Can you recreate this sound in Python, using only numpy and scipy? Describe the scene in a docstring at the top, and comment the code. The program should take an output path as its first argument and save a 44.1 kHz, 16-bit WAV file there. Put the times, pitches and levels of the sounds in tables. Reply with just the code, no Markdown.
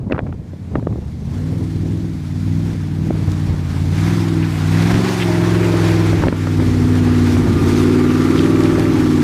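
"""Pickup sliding on wet grass

A pickup with a cross-plane eight-cylinder engine circles and slides past close to the microphone.
The exhaust is a sum of orders of the engine cycle; fan roar, tyre hiss, spurts and spits are shaped noise,
with a breathy whistle of narrow resonances near the tailpipe and bright clicks of flung stones and mud.
Gusts rumble and pop on the microphone as low noise and short puffs, and a limiter holds the peaks."""
import sys
import numpy as np
from scipy import signal
from scipy.io import wavfile
from scipy.ndimage import uniform_filter1d, minimum_filter1d

SR = 44100
rng = np.random.default_rng(int(sys.argv[2]) if len(sys.argv) > 2 else 0)


def master(y):
    """Save y as 16-bit WAV."""
    cut = np.clip(np.atleast_2d(y).T, -1, 1)
    pcm = np.round(cut * 32767)  # scale
    wavfile.write(sys.argv[1], SR, pcm.astype(np.int16))


N = 407043


def amp(db):
    """Decibels to a linear factor."""
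    return 10 ** (np.asarray(db) / 20)


def evened(x):
    """The signal scaled to rms 1."""
    return x / np.sqrt(np.mean(x ** 2) + 1e-20)


def columns(rows):
    """Every column of a curve table after the time, one value a sample."""
    s, *rest = np.transpose(rows)
    t = np.arange(N) / SR
    return [np.interp(t, s, c) for c in rest]


def wander(rate_hz):
    """Slow random drift: low-passed noise of rms 1."""
    count = int(N / SR * 200)  # 200 points a second
    low_pass = signal.butter(2, min(rate_hz / 100, .9))
    slow = signal.lfilter(*low_pass, rng.standard_normal(count))
    return np.interp(np.arange(N), np.linspace(0, N, count), evened(slow))


def band(x, lo_hz, hi_hz):
    """Band-pass filter with gentle edges."""
    return signal.sosfilt(signal.butter(2, [lo_hz, hi_hz], "band", fs=SR, output="sos"), x)


def noise(shape, patchy_db, size=1024):
    """Noise of rms 1 from random short-time spectra with drifting patches."""
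    frames = N * 4 // size + 5
    hz = np.fft.rfftfreq(size, 1 / SR)
    real, imag, patches = rng.standard_normal((frames, len(hz), 3)).T
    patches = uniform_filter1d(patches, size=12, axis=0)  # smooth over frequency
    patches = evened(uniform_filter1d(patches, size=10, axis=1))  # and over time
    shape_hz, shape_db = np.transpose(shape)
    colour_db = np.interp(np.log(hz + 1), np.log(shape_hz + 1), shape_db)
    spectra = (real + 1j * imag) * amp(colour_db[:, None] + patchy_db * patches)
    return evened(signal.istft(spectra, nperseg=size, noverlap=size * 3 // 4)[1][:N])


def cycles():
    """Engine cycles turned so far; the flywheel keeps the speed from jumping."""
    # The driver pumps the throttle while the tyres grip and slip.
    # Each row: time in seconds, engine cycles per second before the flywheel smooths them.
    speed_rows = [(0, 18.7), (.22, 17.1), (.5, 18.4), (.75, 17), (1, 14), (1.2, 15.7), (1.32, 17.8),
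                  (1.43, 19.4), (1.57, 20.7), (1.77, 19.6), (2.0, 20.65), (2.1, 20.3), (2.27, 18.3),
                  (2.68, 20.75), (2.88, 18.8), (3.08, 19.9), (3.3, 18.9), (3.48, 19.1), (3.66, 17.6),
                  (3.87, 18.3), (3.97, 19.2), (4.13, 21.3), (4.3, 20.3), (4.45, 20), (4.62, 19.1),
                  (4.84, 21), (5.06, 23.5), (5.27, 21.2), (5.39, 21.15), (5.55, 21.55), (5.72, 21.3),
                  (5.85, 20.85), (6.14, 20.5), (6.36, 19.8), (6.55, 19.7), (6.74, 19.2), (6.93, 19.45),
                  (7.05, 19.15), (7.27, 18.8), (7.38, 18.9), (7.49, 18.15), (7.7, 18.25), (7.9, 19.3),
                  (8.04, 19.1), (8.27, 19.5), (8.48, 20.4), (8.69, 20.15), (8.85, 20.3), (9.23, 18.65)]
    flywheel_s = .07
    speed = uniform_filter1d(columns(speed_rows)[0], size=round(flywheel_s * SR), mode="nearest")
    return np.cumsum(speed) / SR


def exhaust(turns):
    """Orders of the cycle; the uneven firing of one bank sets the phase of the strong ones."""
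    # Strength of the firing. Each row: time in seconds, level in dB.
    load_rows = [(0, -62), (.3, -33), (.42, -40.5), (.6, -38.5), (.9, -38), (1.1, -34.5), (1.3, -29),
                 (1.45, -25), (1.65, -27.5), (1.95, -24.5), (2.22, -28.5), (2.55, -21), (2.82, -25.5),
                 (3.05, -22.5), (3.3, -23), (3.52, -23), (3.64, -26), (4.05, -18.5), (4.28, -21),
                 (4.4, -18.5), (4.53, -23), (4.75, -16), (4.95, -18.5), (5.16, -23.5), (5.3, -19.5),
                 (5.8, -19), (6.16, -19.5), (6.32, -27), (6.6, -21.5), (7.2, -22.5), (7.37, -23),
                 (7.75, -22.5), (8.2, -25), (8.65, -22), (8.8, -25.5), (8.95, -24), (9.23, -23)]
    # Side shown to the microphone. Each row: time in seconds, side (0 nose, 1 flank, 2 tail).
    facing_rows = [(0, 0.031), (3.8, 0.01), (5.2, 0.54), (5.9, 1.2), (6.6, 1.17), (7.7, 1.944),
                   (9.23, 2.04)]
    # The truck shows nose, flank and tail. 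Each row: time in seconds,
    # lift in dB over the load of the deep orders, order 11, order 13, order 16, order 21.
    turn_rows = [(0, 7, -9, -7, -11, -11), (1.1, 1.5, -6, -3, -10, -10), (1.4, -1.5, -10, -3, -14, -12),
                 (1.7, 2.5, -14, -6, -7, -12), (2.1, 0.5, -12, -8, -9, -14), (2.5, 2.5, -9, -6, -14, -18),
                 (3.2, 0, -11, -12, -8, -11), (3.5, 3.5, -10, -9, -10, -12), (3.95, 3, -13, -11, -12, -16),
                 (4.35, -1, -19, -7, -4, -11), (4.7, 0.5, -15, -9, -14, -10), (5.05, -2, -4, -6, -7, -12),
                 (5.3, 0, -19, -10, -4, -8), (5.7, 1.5, -22, -10, -3, 0), (5.95, 2.5, -24, -17, -2, 0),
                 (6.4, 4, -14, -3, -5, -3), (6.85, 4.5, -20, 4, -6, 2), (7.3, 5.5, -22, 7, -2, 3),
                 (7.6, 5, -17, 1, -1, 5), (7.95, 2, -7, 8, 2, 8), (8.3, 2, -3, 7, 4, 6),
                 (8.6, 1.5, -4, 3, 3, 2), (9.23, -1, -9, 7, 4, 3)]
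    # A thin tone sings for a while. Each row: time in seconds, centre in Hz, mean level in dB.
    sing_rows = [(0, 616, -63), (5.15, 638, -54), (5.3, 630, -30), (5.55, 619, -37), (5.9, 614, -37.5),
                 (6.1, 593, -60), (8.3, 568, -53), (8.45, 591, -36), (8.9, 591, -36), (9.0, 570, -60),
                 (9.23, 560, -66)]
    # Strong orders of the engine cycle, one number each.
    strong = (3, 5, 8, 11, 13, 16, 21)
    # Offset of each strong order in dB, added to load and lift.
    strong_offset_db = [-15, 0, 0.5, -0.5, 0.5, 1, -14.5]
    follows = (0, 0, None, 1, 2, 3, 4)
    # Firing slots, out of eight in a cycle, of the bank that faces the microphone.
    bank = (0, 3, 5, 6)
    # The pipes smear each pulse: radians per order squared, heard from nose, flank, tail.
    spread_sides = (-.025, 0, -.012)
    # Weak orders from unequal cylinders, in three groups.
    # Each entry: order, then dB over its group heard from nose, flank, tail.
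    low_weak = {2: (-25, -23, -11), 4: (-2, -20, -11), 6: (-1.5, 0.83, 3.5), 7: (-1.6, 0.1, 0.1),
                9: (-5, -7, -1), 10: (4.3, -11.5, 0.1), 12: (-8, -2, 2.3)}
    mid_weak = {14: (-11, -12, -12), 15: (-6, -9, -5.5), 17: (-12, -9, -10), 18: (-15, -8, -8)}
    top_weak = {19: (1.4, -5, 8.1), 20: (-2.5, -4.5, 2.72), 22: (0, -11, -6.5), 23: (-13, -12, -14),
                24: (-9.5, -6.5, -6), 25: (-11, -20, -10), 26: (-11, -15, -9), 27: (-13, -17, -11.5)}
    tail_lag = 2.1  # radians by which orders from twice the firing rate up trail at the tail
    low_share, low_at_db = 0.65, -20  # the low weak orders follow the load only in part

    load_db, facing = columns(load_rows)[0], columns(facing_rows)[0]
    lifts_db = columns(turn_rows)
    strong_db = [load_db + db + (0 if c is None else lifts_db[c])
                 for c, db in zip(follows, strong_offset_db)]
    spread = np.interp(facing, range(3), spread_sides)

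    sing_hz, sing_db = columns(sing_rows)
    sing_phase = 2 * np.pi * np.cumsum(sing_hz + 5 * wander(25)) / SR
    out = amp(sing_db + 2.0 * wander(12)) * np.cos(sing_phase)

    for k, db in zip(strong, strong_db):
        firing = np.angle(sum(np.exp(-2j * np.pi * k * slot / 8) for slot in bank))
        lag = tail_lag * (k >= 16) * np.maximum(facing - 1, 0)
        drift = .3 * wander(.4) + .005 * k * wander(10)
        phase = 2 * np.pi * k * turns + firing + spread * k ** 2 - lag + drift
        out += amp(db + .7 * wander(14)) * np.cos(phase)

    low_db = low_share * load_db + low_at_db
    # the middle group lies around order 16, the top group around order 21
    groups = ((low_db, low_weak), (strong_db[-2], mid_weak), (strong_db[-1], top_weak))
    for group_db, orders in groups:
        for k, sides_db in orders.items():
            # nearly in step, spread by the pipe: one swell of about half a cycle
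            drift = .9 * wander(.6) + .008 * k * wander(10)
            phase = 2 * np.pi * k * (turns - .55) + .33 * (k - 16) ** 2 + drift
            side_db = np.interp(facing, range(3), sides_db)
            db = group_db + side_db + 2.0 * wander(1.4) + 1.6 * wander(10)
            out += amp(db) * np.cos(phase)
    return np.sqrt(2) * out  # a cosine of rms 1 stands for 0 dB


def spits(turns):
    """Short jets of gas from two cylinders: noise that leaps and dies once a cycle for each."""
    # They sharpen as the tailpipe comes round.
    # Each row: time in seconds, first and second cylinder in dB before the last filter.
    spit_rows = [(0, -82, -85), (7.4, -55, -64), (7.8, -53, -47), (8.2, -39, -44), (8.5, -37, -42),
                 (8.9, -39, -50), (9.23, -59, -50)]
    # Places of the two spits in the cycle, as a share of it.
    spit_at = (.58, .87)
    gate = 0
    for at, db in zip(spit_at, columns(spit_rows)):
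        decay = np.exp(-((turns - at) % 1) / .05)
        gate = gate + amp(db) * evened(decay)
    gas = evened(band(rng.standard_normal(N), 900, 2600))
    return amp(2 * wander(20)) * band(gate * gas, 800, 2800)


def running_gear(turns):
    """Roar and hiss puff once a cycle and with every firing, and flutter together."""
    # Each row: time in seconds, roar of fan and block in dB, hiss of tyres and spray in dB
    # before its dulling.
    level_rows = [(0.0, -58, -63), (0.77, -54, -57.5), (1.1, -53.5, -55), (1.46, -44.5, -48.5),
                  (2.16, -47, -49), (2.7, -42, -45.5), (2.88, -44, -49.5), (3.37, -40, -44.5),
                  (3.55, -39.5, -46), (3.91, -38.5, -41.5), (4.06, -30, -35.5), (4.2, -32, -37.5),
                  (4.32, -33.5, -41.5), (4.6, -32, -38), (4.94, -26, -33.5), (5.22, -28, -33),
                  (5.42, -28, -37), (5.86, -27, -34.5), (6.12, -27.5, -37), (6.32, -35, -43),
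                  (6.68, -34, -39), (7.12, -31, -40), (7.3, -31, -34.5), (7.42, -33.5, -40.5),
                  (7.78, -30, -33.5), (7.97, -31, -38.5), (8.41, -31.5, -36), (8.7, -29.5, -38),
                  (9.23, -33, -37.5)]
    # Colour of the roar. Each row: frequency in Hz, density in dB per Hz.
    roar_shape = [(300, -27), (420, 0), (550, -3), (800, 2), (1200, -2), (1700, -2), (2400, -6.5),
                  (3200, -13), (5000, -20.5), (8000, -56), (15000, -74)]
    # Colour of the hiss. Each row: frequency in Hz, density in dB per Hz.
    hiss_shape = [(880, -55), (1500, -18), (2090, -3), (2740, -9.5), (3390, -4), (5520, -6.5),
                  (10400, -15.5), (14000, -21), (15300, -23)]
    roar_db, hiss_db = columns(level_rows)
    puff = np.cos(2 * np.pi * (turns - .75))
    firing = np.cos(2 * np.pi * 8 * turns)
    flutter, bite = wander(35), wander(6.5)  # the tyres bite and slip
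    roar_db_now = roar_db + 0.31 * puff + 0.5 * firing + 0.57 * flutter + 0.84 * bite
    hiss_db_now = hiss_db + 0.13 * puff + 1.0 * firing + 0.87 * flutter + 0.55 * bite
    roar = amp(roar_db_now) * noise(roar_shape, patchy_db=1.2)
    hiss = amp(hiss_db_now) * noise(hiss_shape, patchy_db=1.2)
    # hiss above -36.5 dB loses a share of what lies outside the band, 0.03 for each dB
    dull = np.clip((hiss_db + 36.5) * 0.03, 0, .9)
    return roar + hiss - dull * (hiss - band(hiss, 300, 8700))


def whistle(turns):
    """Breath near the tailpipe: noise in two narrow moving resonances, pulsing once a cycle."""
    # Each row: time in seconds, lower resonance in Hz, level in dB that both resonances share.
    whistle_rows = [(0, 1170, -93), (7.3, 1204, -42.5), (7.7, 1203, -36.5), (8.0, 1196, -36.5),
                    (8.4, 1179, -33), (8.7, 1165, -37.5), (9.1, 1157, -38.5), (9.23, 1170, -43)]
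    hz, db = columns(whistle_rows)
    out = np.zeros(N)
    for ratio, rel_db, width_hz in ((1, 0.5, 37), (1.15, -1.5, 90)):
        r = np.exp(-np.pi * width_hz / SR)
        rough = rng.standard_normal(N) + 1j * rng.standard_normal(N)
        slow = signal.lfilter([1], [1, -r], rough)
        carrier = np.exp(2j * np.pi * np.cumsum(ratio * hz) / SR)
        out += amp(rel_db) * evened((slow * carrier).real)
    return amp(db + 1.3 * np.cos(2 * np.pi * (turns - .7))) * out


def spurts():
    """Gritty bursts as the tyres bite and fling mud: dense grains in a bell-shaped swell."""
    # Each row: time of the height in seconds, level there in dB, centre in Hz,
    # length in ms (two standard deviations of the swell).
    spurt_rows = [(4.06, -45, 2200, 60), (4.432, -31.5, 2200, 22.6), (4.95, -32, 2204, 28),
                  (5.22, -24.5, 2423, 29), (5.66, -31.5, 1947, 45), (6.049, -48, 1998, 50),
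                  (7.268, -32.5, 1900, 45), (8.384, -29, 2740, 18), (8.441, -30, 2480, 15),
                  (8.53, -37, 2700, 22), (8.659, -33.5, 2980, 17)]
    out = np.zeros(N + 8000)
    t = (np.arange(8000) - 4000) / SR
    for s, db, hz, ms in spurt_rows:
        grain_db = 7.9 * evened(uniform_filter1d(rng.standard_normal(len(t)), size=40))
        grains = rng.standard_normal(len(t)) * amp(grain_db)
        swell = np.exp(-.5 * (t * 2000 / ms) ** 2)
        burst = swell * evened(band(grains, .7 * hz, 1.3 * hz))
        out[round(s * SR) - 4000:][:len(t)] += amp(db) * burst
    return out[:N]


def ticks():
    """Flung stones and mud: single bright clicks of quickly dying noise."""
    # Each row: start in seconds, peak in dB.
    tick_rows = [(1.3829, -34), (3.318, -23), (4.9523, -24), (6.2813, -33), (6.9543, -26), (8.6055, -20),
                 (8.637, -18), (8.796, -17.5)]
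    out, t = np.zeros(N + 400), np.arange(400) / SR
    for s, db in tick_rows:
        click = band(rng.standard_normal(len(t)) * np.exp(-t / .0012), 1800, 7000)
        out[round(s * SR):][:len(t)] += amp(db) * click / abs(click).max()
    return out[:N]


def wind():
    """Lumpy low noise on the microphone: a light breeze that swells with each gust."""
    # Each row: time of the height in seconds, level there in dB before breeze and lumps,
    # length in seconds (three standard deviations of the swell).
    gust_rows = [(0.152, -23.5, 0.33), (0.765, -18, 0.086), (0.91, -25, 0.16), (1.404, -31, 0.37),
                 (1.594, -29.5, 0.15), (1.896, -29, 0.26), (2.668, -25, .12), (3.11, -22.5, 0.19),
                 (3.31, -22, 0.083), (3.52, -25.5, .2), (3.858, -29, 0.32), (4.174, -34, 0.17),
                 (4.973, -23, 0.088), (6.23, -17, 0.18), (6.63, -17.5, 0.09), (6.91, -26, .4),
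                 (7.484, -19.5, 0.35), (8.344, -29.5, 0.58), (8.781, -17.5, 0.12), (8.963, -22, 0.13)]
    # Colour of the wind. Each row: frequency in Hz, density in dB per Hz.
    wind_shape = [(15, -36), (30, -26), (45, -2.5), (80, 7), (130, 5), (250, -4), (400, -10.5),
                  (600, -19.5), (1000, -28), (3000, -79)]
    t = np.arange(N) / SR
    swell = amp(-33)  # the breeze
    for s, db, length in gust_rows:
        swell = swell + amp(db) * np.exp(-.5 * ((t - s) * 3 / length) ** 2)
    lumps_db = 3 * wander(30)
    return swell * amp(lumps_db) * noise(wind_shape, patchy_db=-0.5, size=2048)


def pops():
    """Eddies bursting on the microphone: each puff is a thump, a slap and a shorter crackle."""
    # Each row: time in seconds (the puff starts 2 ms ahead), peak in dB of slap, thump and crackle,
    # rise of the puff to its height in ms.
    pop_rows = [(0.098, -28, -15, -49, 4.3), (0.109, -22, -9, -35, 3.6), (0.122, -26, -3.5, -12.5, 2.7),
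                (0.13, -17, -12, -38, 2.4), (0.147, -19, -23, -44, 1.7), (0.153, -25, -34, -38, 3.6),
                (0.161, -24, -17.5, -50, 4.3), (0.18, -15, -20, -44, 2.4), (0.19, -13.5, -14.5, -19, 3.2),
                (0.203, -26, -22, -54, 2.6), (0.265, -27, -29, -61, 5.3), (0.29, -38, -19, -60, 3.2),
                (0.327, -23.5, -33, -59, 1.4), (0.533, -45, -22.5, -56, 4), (0.736, -45, -27, -50, 2.4),
                (0.755, -10.5, -5.5, -48, 2.56), (0.769, -31, -22, -51, 2.5), (0.794, -28, -33, -53, 3.5),
                (0.826, -35, -16.5, -54, 2.5), (0.87, -17, -8, -58, 2.3), (0.927, -33, -24, -52, 1.4),
                (0.958, -32, -17, -55, 1.9), (3.107, -22, -5.5, -47, 1.7), (5.74, -17, -10, -32, 2.8),
                (6.129, -17, -10.5, -29, 4.1), (6.222, -15, -11, -35, 4), (6.236, -9.5, -11, -28, 4.4),
                (6.268, -15, -6, -34, 4.3), (6.284, -10, 1.5, -8.5, 1.9), (6.325, -15, -6, -28, 3.9),
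                (6.47, -14.5, -26, -35, 3.1), (6.598, -20, -11, -38, 3.9), (6.626, -25, -21, -39, 4.6),
                (7.368, -21, -11, -21, 2.1), (7.547, -30, -28, -35, 3), (8.781, -32, -9, -38, 4.7)]
    out, t = np.zeros(N + 3000), np.arange(3000) / SR
    for s, slap_db, thump_db, crackle_db, ms in pop_rows:
        rough, rise_s = rng.standard_normal((2, len(t))), ms / 1000
        puff = (t / rise_s) ** 3 * np.exp(3 - 3 * t / rise_s)
        tone = np.sin(2 * np.pi * 280 * t) + 0.48 * np.sin(2 * np.pi * 560 * t)
        thump = band(tone * puff, 67, 910)
        slap = band(band(rough[0] * puff, 350, 1250), 250, 2200)
        crackle = band(band(rough[1] * puff ** 2, 1000, 2500), 900, 3200)
        parts = ((thump_db, thump), (slap_db, slap), (crackle_db, crackle))
        start = max(round((s - .002) * SR), 0)
        out[start:][:len(t)] += sum(amp(db) * part / abs(part).max() for db, part in parts)
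    return out[:N]


def scene():
    """The truck, its sounds tied to one engine, and the wind on the microphone."""
    turns = cycles()
    truck = exhaust(turns) + spits(turns) + running_gear(turns) + whistle(turns) + spurts() + ticks()
    return (truck + wind() + pops())[None]


def record(dry):
    """A quick limiter holds the peaks under its ceiling; then a low-pass ends the treble."""
    gain = np.minimum(1, .715 / (abs(dry) + 1e-9))  # ceiling as a share of full scale
    gain = minimum_filter1d(gain, size=121, axis=1)
    gain = uniform_filter1d(gain, size=121, axis=1)
    low_pass = signal.firwin(1023, 15350, window=("kaiser", 9), fs=SR)  # edge in Hz
    return signal.oaconvolve(dry * gain, low_pass[None], "same")


dry = scene()
out = record(dry)
master(out)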